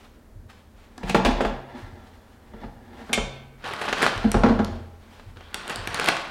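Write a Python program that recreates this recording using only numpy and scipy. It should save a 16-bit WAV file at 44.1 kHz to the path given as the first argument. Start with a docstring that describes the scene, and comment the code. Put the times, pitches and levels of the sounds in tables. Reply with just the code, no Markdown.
"""Air fryer basket and a frozen food bag

Close in a kitchen, a plastic air fryer basket ticks at its latch, is dragged out, knocks and clinks,
then lands on a wooden counter and rocks: struck modes and chatter, and slips that excite body and rails.
A bag of frozen food rustles, snaps and squeaks, its pieces thud: clusters of small swings and bursts.
Soft steps load the floor boards; hard walls return a noise tail over quiet room air.
"""
import sys
import numpy as np
from scipy import signal
from scipy.fft import rfft, irfft
from scipy.io import wavfile

SR = 44100
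rng = np.random.default_rng(int(sys.argv[2]) if len(sys.argv) > 2 else 0)


def dump(signal):
    """Clip the signal to [-1, 1] and save it as 16-bit WAV at the path in sys.argv[1]."""
    limited = np.clip(np.atleast_2d(signal).T, -1, 1)
    pcm = np.round(limited * 32767).astype(np.int16)
    wavfile.write(sys.argv[1], SR, pcm)


N = 277830
T = np.arange(N) / SR
RING_TIME = T[:int(1.5 * SR)]  # seconds after a blow, for long rings
BRIEF_TIME = T[:8192]  # seconds after a blow, for short sounds

# Ring of the plastic basket. Each row: frequency in Hz, relative level in dB, t60 in seconds.
BASKET_MODES = [(214, -2, .22), (242, 0, .15), (267, -6, .1), (307, -7, .09), (364, 1, .16), (436, -1, .18),
                (464, -4, .18), (545, -4, .1), (641, -4, .14), (684, -3.5, .18), (807, -4, .22),
                (872, -5, .2), (950, -5, .3), (1083, -8, .12), (1360, -7, .35), (1495, -12, .15),
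                (1662, -11, .12), (1873, -7, .22), (2035, -14, .2), (2860, -7, .1), (3450, -9, .1)]
# Dull thud of the housing. Each row: frequency in Hz, relative level in dB, t60 in seconds.
HOUSING_MODES = [(127, -11, 0.3), (153.3, -3.5, 0.12), (190, -0.5, 0.26)]
# The counter on its legs. Each row: frequency in Hz, relative level in dB, t60 in seconds.
COUNTER_MODES = [(33.1, -7, 0.55), (38.4, 5, 0.3), (65.6, -11.5, 0.42), (88.8, -28, 0.47),
                 (133.86, -9.5, 1)]
# Floor boards. Each row: frequency in Hz, relative level in dB, t60 in seconds.
BOARD_MODES = [(37, 0.5, 0.49), (84.9, -7, 0.83), (99.6, 5.5, 0.14), (120.6, -4, 0.29)]
# Dense resonances of the plastic shell. Each row: frequency in Hz, response in dB.
SHELL_RESPONSE = [(50, -25), (130, -8), (300, 3.5), (550, 3.5), (950, 1), (1600, -3.5), (2800, -18.5),
                  (4500, -22.5), (7000, -36.5), (15000, -72)]
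# Crisp colour of the film, also of the latch ticks. Each row: frequency in Hz, response in dB.
FILM_RESPONSE = [(800, -28), (2800, -7), (4100, .5), (5500, -3.5), (7500, -2.5), (9500, -4), (12000, -14),
                 (16000, -26)]


def amp(db):
    """Decibels to gain."""
    return 10 ** (np.asarray(db) / 20)


def unit(x):
    """Scale to rms 1."""
    return x / np.sqrt(np.mean(x ** 2))


def blow(x):
    """Scale a transient to the energy of 10 ms at rms 1."""
    return x * np.sqrt(.01 * SR / np.sum(x ** 2))


def add(track, s, x):
    """Mix x into the track at time s."""
    i = max(0, int(s * SR))
    track[i:i + len(x)] += x[:max(0, N - i)]


def on_log_axis(f, hz, values):
    """Join points by straight lines over log frequency."""
    return np.interp(np.log(f + 1), np.log(hz), values)


def colour(x, points):
    """Minimum-phase filter with the given response: Hz, dB; the folded cepstrum makes it causal."""
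    size = 2048
    hz, db = np.transpose(points)
    response = amp(on_log_axis(np.fft.rfftfreq(size, 1 / SR), hz, db))
    cepstrum = irfft(np.log(response))
    cepstrum[1:size // 2] *= 2
    cepstrum[size // 2 + 1:] = 0
    impulse = irfft(np.exp(rfft(cepstrum)))
    return signal.fftconvolve(x, impulse)[:len(x)]


def ring(modes, scatter_db=0, t=RING_TIME):
    """Decaying struck modes at a nominal starting rms of 1; scatter weights them anew on each blow."""
    hz, db, t60 = np.transpose(modes)[:, :, None]
    gain = amp(db + scatter_db * rng.standard_normal(db.shape))
    gain[1::2] *= -1  # neighbouring modes swing against each other
    waves = gain * np.sin(2 * np.pi * hz * t) * np.exp(-np.log(1000) * t / t60)
    return waves.sum(axis=0) / np.sqrt(np.sum(gain ** 2) / 2)


def soft_ring(modes, onset_s):
    """Struck modes whose onset is rounded, as by a yielding contact."""
    return ring(modes) * (1 - np.exp(-RING_TIME / onset_s))


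def burst(decay_s, points):
    """A quickly dying flurry of tiny, uneven contacts, heard through a body."""
    unevenness = amp(3.36 * rng.standard_normal(len(BRIEF_TIME)))
    contacts = rng.standard_normal(len(BRIEF_TIME)) * unevenness
    return blow(colour(contacts * np.exp(-BRIEF_TIME / decay_s), points))


def clicks(per_s, spread_db):
    """Random clicks of either sign, many small and a few large."""
    gap, size, sign = rng.random((20000, 3)).T
    at = (np.cumsum(-np.log(1 - gap)) * SR / per_s).astype(int)
    size = amp(spread_db * np.minimum(-np.log(1 - size), 4)) * np.sign(sign - .5)
    return np.bincount(at[at < N], size[at < N], N)


def walk(rate):
    """Smooth random wandering with a spread near 1, through the given number of points per second."""
    return np.interp(T * rate, np.arange(8192), rng.standard_normal(8192))


def gesture(s, db):
    """Gain along a level curve, practically silent outside it."""
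    return amp(np.interp(T, s, db, left=-120, right=-120))


def strokes(rows):
    """Gain of movements that each swell to a peak and die away."""
    return sum(amp(db - 20 * np.maximum((s - T) / rise, (T - s) / fall)) for s, db, rise, fall in rows)


def fold(hz, cycles):
    """A small patch flips and swings for a few cycles."""
    return blow(np.sin(2 * np.pi * hz * BRIEF_TIME) * np.exp(-BRIEF_TIME * hz / cycles))


def touch(out, s, db, treble_db, hollow_db, rattle_s):
    """One touch of the basket: chatter, hard edge, ringing walls and hollow body."""
    # Hard edge of a plastic contact. Each row: frequency in Hz, response in dB.
    edge_response = [(500, -22), (2500, 15.5), (4800, 1), (7000, -5.5), (9500, -9.5), (12500, -17),
                     (16000, -21)]
    hollow_top_hz, boom_top_hz = 300, 850
    hollow = [m for m in BASKET_MODES if m[0] < hollow_top_hz]
    walls = [m for m in BASKET_MODES if m[0] >= hollow_top_hz]
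    panels = [m for m in walls if m[0] < boom_top_hz]
    add(out, s, amp(db - 9) * burst(rattle_s, SHELL_RESPONSE))
    add(out, s, amp(db + treble_db - 8) * burst(rattle_s * 2.3, edge_response))
    add(out, s, amp(db - 19.5) * ring(walls, scatter_db=2.5, t=BRIEF_TIME))
    # the large panels boom when a blow is both hard and hollow
    boom_db = (db + hollow_db) / 2 - 12.5
    add(out, s, amp(boom_db) * ring(panels, scatter_db=2.5, t=BRIEF_TIME))
    add(out, s, amp(hollow_db) * soft_ring(hollow, onset_s=0.001))


def knocks():
    """The basket knocks against its housing: shell and body ring, housing and counter thump."""
    # Each row: start in seconds, relative clatter level in dB, treble against clatter in dB,
    # housing thud level in dB, relative counter thump level in dB.
    knock_rows = [(1.032, -24.5, -9, -29, -26), (1.095, -28.5, 9.5, -28, -40), (1.146, -2, -13, -17, -27),
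                  (1.249, -10, -3.5, -33, -15), (1.26, -8.5, -12.5, -39, -29),
                  (1.307, -18.5, -8.5, -46, -22.5), (1.407, -8.5, -17.5, -48, -49),
                  (1.449, -11.5, -15, -41, -22.5), (3.176, -12.5, -29, -36, -24)]
    rattle_s, hollow_offset_db = 0.0081, -18  # decay constant of the chatter; hollow against clatter
    out = np.zeros(N)
    housing = ring(HOUSING_MODES)
    counter = soft_ring(COUNTER_MODES, onset_s=0.0061)
    for s, db, treble_db, housing_db, thump_db in knock_rows:
        touch(out, s, db, treble_db, db + hollow_offset_db, rattle_s)
        add(out, s, amp(housing_db) * housing)
        add(out, s, amp(thump_db - 1.5) * counter)
    return out


def landings():
    """The basket lands on the counter and rocks: one thump through counter and floor, five touches."""
    # Each row: start in seconds, hollow ring level in dB, relative clatter level in dB,
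    # counter thump level in dB, change per rebound in dB.
    landing_rows = [(2.536, -37, -34.5, -39, -12), (2.635, -31.5, -28, -32, -7),
                    (3.093, -32, -25.5, -53, 0.5), (4.243, -10.5, -19.5, -21.5, -16),
                    (4.343, -16.5, -9.5, -12, -5), (4.435, -9.5, -5, -20.5, -2.5),
                    (4.495, -13, -16.5, -28, -8), (4.591, -14, -13.5, -45, -17)]
    rattle_s, rock_s = 0.014, 0.026  # decay constant of the chatter; time between rebounds
    soften_db = -3  # extra change of the clatter on each rebound
    treble_db, thud_db = -23, -15.5  # edge and housing against the clatter
    floor_db = -5  # floor boards against the counter thump
    out = np.zeros(N)
    housing = ring(HOUSING_MODES)
    counter = soft_ring(COUNTER_MODES, onset_s=0.0061)
    boards = soft_ring(BOARD_MODES, onset_s=0.0065)
    for s, hollow_db, db, thump_db, rebound_db in landing_rows:
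        add(out, s, amp(db + thud_db) * housing)
        add(out, s, amp(thump_db) * (counter + amp(floor_db) * boards))
        for k in range(5):
            clatter_db = db + k * (rebound_db + soften_db)
            touch(out, s + k * rock_s, clatter_db, treble_db, hollow_db + k * rebound_db, rattle_s)
    return out


def latch():
    """Light ticks of the latch: a short shell chatter with a shorter crisp edge."""
    # Each row: start in seconds, relative level in dB, relative treble level in dB.
    tick_rows = [(0.979, -28.5, -10), (1.097, -16, -11.5)]
    out = np.zeros(N)
    for s, db, treble_db in tick_rows:
        shell = burst(0.0069, SHELL_RESPONSE)
        crisp = amp(treble_db + 0.5) * burst(.002, FILM_RESPONSE)
        add(out, s, amp(db - 10.5) * (shell + crisp))
    return out


def drag():
    """Plastic catches and slips in uneven spurts, and the basket and its rails resonate along."""
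    # The basket slides on its rails or turns in the glove. Each row: peak time in seconds,
    # relative level in dB, rise in seconds, fall in seconds; rise and fall span 20 dB.
    drag_rows = [(1.1, -28, 0.12, 0.17), (1.175, -23, .02, 0.3), (1.29, -18.5, .03, 0.04),
                 (1.385, -30, 0.066, 0.24), (1.54, -36, 0.088, 0.042), (1.71, -36.5, .04, 0.55),
                 (2.62, -38, 0.14, 0.087), (3.025, -35, 0.27, 0.059)]
    # Colour of the scrape. Each row: frequency in Hz, response in dB.
    scrape_response = [(60, -13.5), (170, -7.5), (235, 17), (300, 1), (600, -1), (900, 3), (1300, -12.5),
                       (1800, -3.5), (2600, -18.5), (4000, -18.5), (7000, -34.5), (15000, -48.5)]
    # Rails under the sliding basket. Each row: frequency in Hz, relative level in dB, t60 in seconds.
    rail_modes = [(817, -0.5, 0.066), (968, 19.5, 0.065), (1078, -47.5, 0.06), (1600, 5, 0.12),
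                  (1744, 0.5, 0.067)]
    slips = clicks(per_s=1500, spread_db=2.0) * amp(2 * walk(34.71))
    scrape = unit(colour(slips, scrape_response))
    singing = unit(signal.fftconvolve(slips, ring(BASKET_MODES))[:N])
    rails = unit(signal.fftconvolve(slips, ring(rail_modes, t=BRIEF_TIME))[:N])
    sliding = scrape + amp(-7) * singing + amp(-8.5) * rails
    return amp(-5.5) * sliding * strokes(drag_rows)


def clinks():
    """A hard contact cracks and sets the thin metal pan ringing."""
    # Each row: start in seconds, ring level in dB, crack level in dB, crack decay constant in seconds.
    clink_rows = [(1.412, -41.5, -52, 0.0067), (3.13, -23.5, -17.5, 0.012)]
    # Long ring of the pan. Each row: frequency in Hz, relative level in dB, t60 in seconds.
    pan_modes = [(133, -10, 1.9), (747, -8, .5), (1151, -11, .4), (1184, -11, .35), (1529, -14.5, .9),
                 (2144, 1, .36), (2261, -7, .4), (2362, -4, .15), (2565, -3, .15), (2708, -3, .2),
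                 (3009, -10, .45), (3111, -2, .2), (3344, -9, .3), (3530, -4, .2), (3595, -3, .38),
                 (4360, -17, .5), (4936, -16, .4), (5335, -18, .4), (6390, -13, .25), (6907, -13, .3),
                 (7402, -15, .3), (7978, -10, .15), (8533, -11, .15), (9157, -15, .15), (9620, -12, .1),
                 (9701, -11, .12), (11250, -21, .12)]
    # Colour of the crack. Each row: frequency in Hz, response in dB.
    crack_response = [(200, -15), (900, -9.5), (1600, -2), (1900, -9), (2300, 2), (3400, -3.5), (4200, -10),
                      (7000, -11.5), (9700, -13.5), (12000, -22), (16000, -41)]
    out = np.zeros(N)
    for s, ring_db, crack_db, decay_s in clink_rows:
        add(out, s, amp(ring_db) * ring(pan_modes))
        add(out, s, amp(crack_db) * burst(decay_s, crack_response))
    return out


def bag():
    """Creases buckle in pitched clusters, squeezes swell them; folds snap and frozen pieces thud."""
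    # How hard the bag is worked, one curve as it is lifted and one as it is opened.
    # Each row of a curve: time in seconds, relative rustle level in dB.
    handling_curves = [
        [(3.58, -57), (3.67, -32.5), (3.9, -34), (4.04, -20), (4.15, -33.5), (4.46, -41), (4.6, -46),
         (4.75, -47.5), (4.87, -62)],
        [(5.36, -51), (5.52, -48.5), (5.56, -37), (5.66, -37), (5.72, -31.5), (5.86, -38), (5.97, -27.5),
         (6.08, -25.5), (6.3, -38.5)],
    ]
    # Squeezes that crumple the bag. Each row: start in seconds, relative level in dB,
    # treble against it in dB.
    crumple_rows = [(3.639, -24, -35), (3.708, -27, -33), (3.811, -17, -20), (3.848, -22.5, -24),
                    (3.879, -17.5, -44), (4.018, -16, -10), (4.031, -21, -28), (5.695, -23, -16),
                    (6.011, -24, -38), (6.071, -8.5, -29)]
    # Snaps of large folds and duller thuds of frozen pieces in the bag. 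Each row: start in seconds,
    # relative body level in dB, treble against body in dB.
    snap_and_thud_rows = [(3.736, -17.5, -23), (3.928, -8, -27), (3.932, -12, -31), (4.023, -13.5, -18),
                          (4.029, -6.5, -25), (4.065, -3, -32.5), (4.178, -20, -21.5), (4.317, -16, -7.5),
                          (4.647, -29, -6), (5.197, -30, -39), (5.37, -30.5, -56), (5.408, -30.5, -47),
                          (5.544, -15, -10.5), (5.679, -25, -12.5), (5.697, -21.5, -15), (5.759, -20, -9.5),
                          (5.874, -13.5, -18), (5.945, -14, -12), (5.998, -11, -19.5), (6.044, -17, -14),
                          (6.06, -17, -14.5), (6.087, -2, -19), (6.168, -17, -21)]
    # The filled bag. Each row: frequency in Hz, response in dB.
    bag_response = [(60, -17), (150, -1.5), (250, -1.5), (500, -1), (800, -2.5), (1050, -1), (1550, 0),
                    (2200, -5.5), (3000, -6.5), (4200, -11), (5500, -18.5), (15000, -41.5)]
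    crisp_db, swell_s = -24, 0.0071  # film against rustle; time a squeeze takes to peak
    blow_s = 0.0046  # decay constant of a snap or thud
    blow_hz, blow_db_per_octave = 5430, 16  # pitch at 0 dB treble; duller blows ring lower

    body = sum(gesture(*np.transpose(curve)) for curve in handling_curves)
    crisp = amp(crisp_db) * body
    swell = BRIEF_TIME / swell_s * np.exp(1 - BRIEF_TIME / swell_s)
    for s, db, treble_db in crumple_rows:
        add(body, s, amp(db - 7.0) * swell)
        add(crisp, s, amp(db + treble_db - 4.0) * swell)

    clusters = amp(.9 * walk(45))
    pitched = np.zeros(N)
    for hz in np.geomspace(700, 11000, 12):
        buckles = clicks(per_s=220, spread_db=2.0) * clusters
        pitched += signal.oaconvolve(buckles, fold(hz, cycles=1.28)[:1024])[:N] * np.sqrt(hz)
    crackle = clicks(per_s=2400, spread_db=4) * clusters
    creases = unit(pitched) + unit(crackle)
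    out = amp(-3.0) * unit(colour(creases, bag_response)) * body
    out += amp(-4.5) * unit(colour(creases, FILM_RESPONSE)) * crisp

    for s, db, treble_db in snap_and_thud_rows:
        hz = blow_hz * 2 ** (treble_db / blow_db_per_octave)
        add(out, s, amp(db - 16.5) * burst(blow_s, bag_response))
        add(out, s, amp(db - 16.5) * fold(hz, cycles=0.96))
        add(out, s, amp(db + treble_db - 5.5) * burst(blow_s * 0.2, FILM_RESPONSE))
    return out


def squeak():
    """A rough, rising stick-slip whistle as the glove slides over the film."""
    # One row: start in seconds, length in seconds, first and last mean pitch in Hz.
    squeak_row = (5.37, .15, 2950, 3650)
    s, length, first_hz, last_hz = squeak_row
    along = np.clip((T - s) / length, 0, 1)
    roughness = 1 + .08 * walk(900)
    hz = (first_hz + (last_hz - first_hz) * along) * roughness
    return amp(-55) * np.sin(np.pi * along) * np.sin(2 * np.pi * np.cumsum(hz) / SR)


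def brush_and_swell():
    """Coloured noise of uneven strength: hand and sleeve brush by, and once the basket's scrape swells."""
    # Hand and sleeve brush over housing and bag; at 1.09 s the basket's scrape swells.
    # Each row: peak time in seconds, relative level in dB, rise in seconds, fall in seconds;
    # rise and fall span 20 dB.
    brush_and_swell_rows = [(0.012, -48.5, 0.04, 0.17), (0.502, -49, .025, 0.21), (0.838, -51, 0.14, 0.23),
                            (1.09, -30, 0.035, 0.043), (1.76, -48.5, 0.071, 1), (3.014, -44, 0.16, 0.3),
                            (5.19, -47, 0.42, 0.28)]
    # Colour of the brushing and of the swell. Each row: frequency in Hz, response in dB.
    brush_response = [(200, -16), (800, 8), (1600, 5), (3600, -1), (5500, -9.5), (9000, -15), (16000, -24)]
    uneven = rng.standard_normal(N) * amp(3.1 * walk(40))
    return amp(-4.5) * unit(colour(uneven, brush_response)) * strokes(brush_and_swell_rows)


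def steps():
    """Soft soles load the floor boards gradually, heel then toe."""
    # Each row: heel time in seconds, relative level in dB.
    step_rows = [(0.345, -33), (1.815, -30), (4.147, -23.5), (4.469, -20.5), (4.598, -25.5), (4.695, -27.5),
                 (5.256, -32.5), (5.773, -27.5)]
    toe_delay_s, toe_db = 0.0941, -4.5
    out = np.zeros(N)
    thud = soft_ring(BOARD_MODES, onset_s=0.016)
    for s, db in step_rows:
        add(out, s, amp(db + 0.5) * thud)
        add(out, s + toe_delay_s, amp(db + toe_db) * thud)
    return out


def kitchen(x):
    """Cabinets and walls return a dense tail that builds within milliseconds; its mids last longest."""
    # Reverberation. Each row: frequency in Hz, t60 in seconds, tail level in dB.
    reverb_rows = [(99, 0.18, -7), (240, 0.63, -5), (704, 0.69, -2.5), (2050, 0.81, -8.5), (5240, 0.5, -2),
                   (8700, 0.4, -7), (16000, 0.23, -26)]
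    f, s, cells = signal.stft(rng.standard_normal(len(RING_TIME)), SR, nperseg=256)
    hz, t60, db = np.transpose(reverb_rows)
    t60 = on_log_axis(f, hz, t60)[:, None]
    db = on_log_axis(f, hz, db)[:, None]
    decay = np.exp(-np.log(1000) * s / t60)
    even_energy = np.sqrt(2 * np.log(1000) / (t60 * SR))  # long and short decays carry equal energy
    tail = signal.istft(cells * amp(db) * decay * even_energy)[1][:len(RING_TIME)]
    tail = tail * (1 - np.exp(-RING_TIME / 0.0019))
    return x + signal.fftconvolve(x, tail)[:N]


def air():
    """Quiet room noise whose level wanders a little."""
    # Still kitchen. Each row: frequency in Hz, relative level in dB per Hz.
    air_response = [(15, -13), (25, 4.5), (87, 1.5), (153, -13.5), (229, -2), (270, -9.5), (641, -15),
                    (714, -20.5), (840, -19.5), (1740, -24.5), (2610, -33), (8360, -38), (13200, -40),
                    (16000, -40)]
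    level_db = -49.5 + .8 * walk(1.2)
    return amp(level_db) * unit(colour(rng.standard_normal(N), air_response))


def scene():
    """Basket, bag and brushing with the kitchen's reverberation; steps and air are added without it."""
    basket = knocks() + landings() + latch() + drag() + clinks()
    bag_and_brushing = bag() + squeak() + brush_and_swell()
    return (kitchen(basket + bag_and_brushing) + steps() + air())[None]


def record(dry):
    """The microphone rounds the largest peaks, drops the deepest rumble and cuts the top."""
    rounded = np.tanh(dry)
    x = signal.sosfilt(signal.butter(2, 22, "high", fs=SR, output="sos"), rounded)
    return signal.sosfilt(signal.ellip(8, .2, 70, 16000, fs=SR, output="sos"), x)


dry = scene()
out = record(dry)
dump(out)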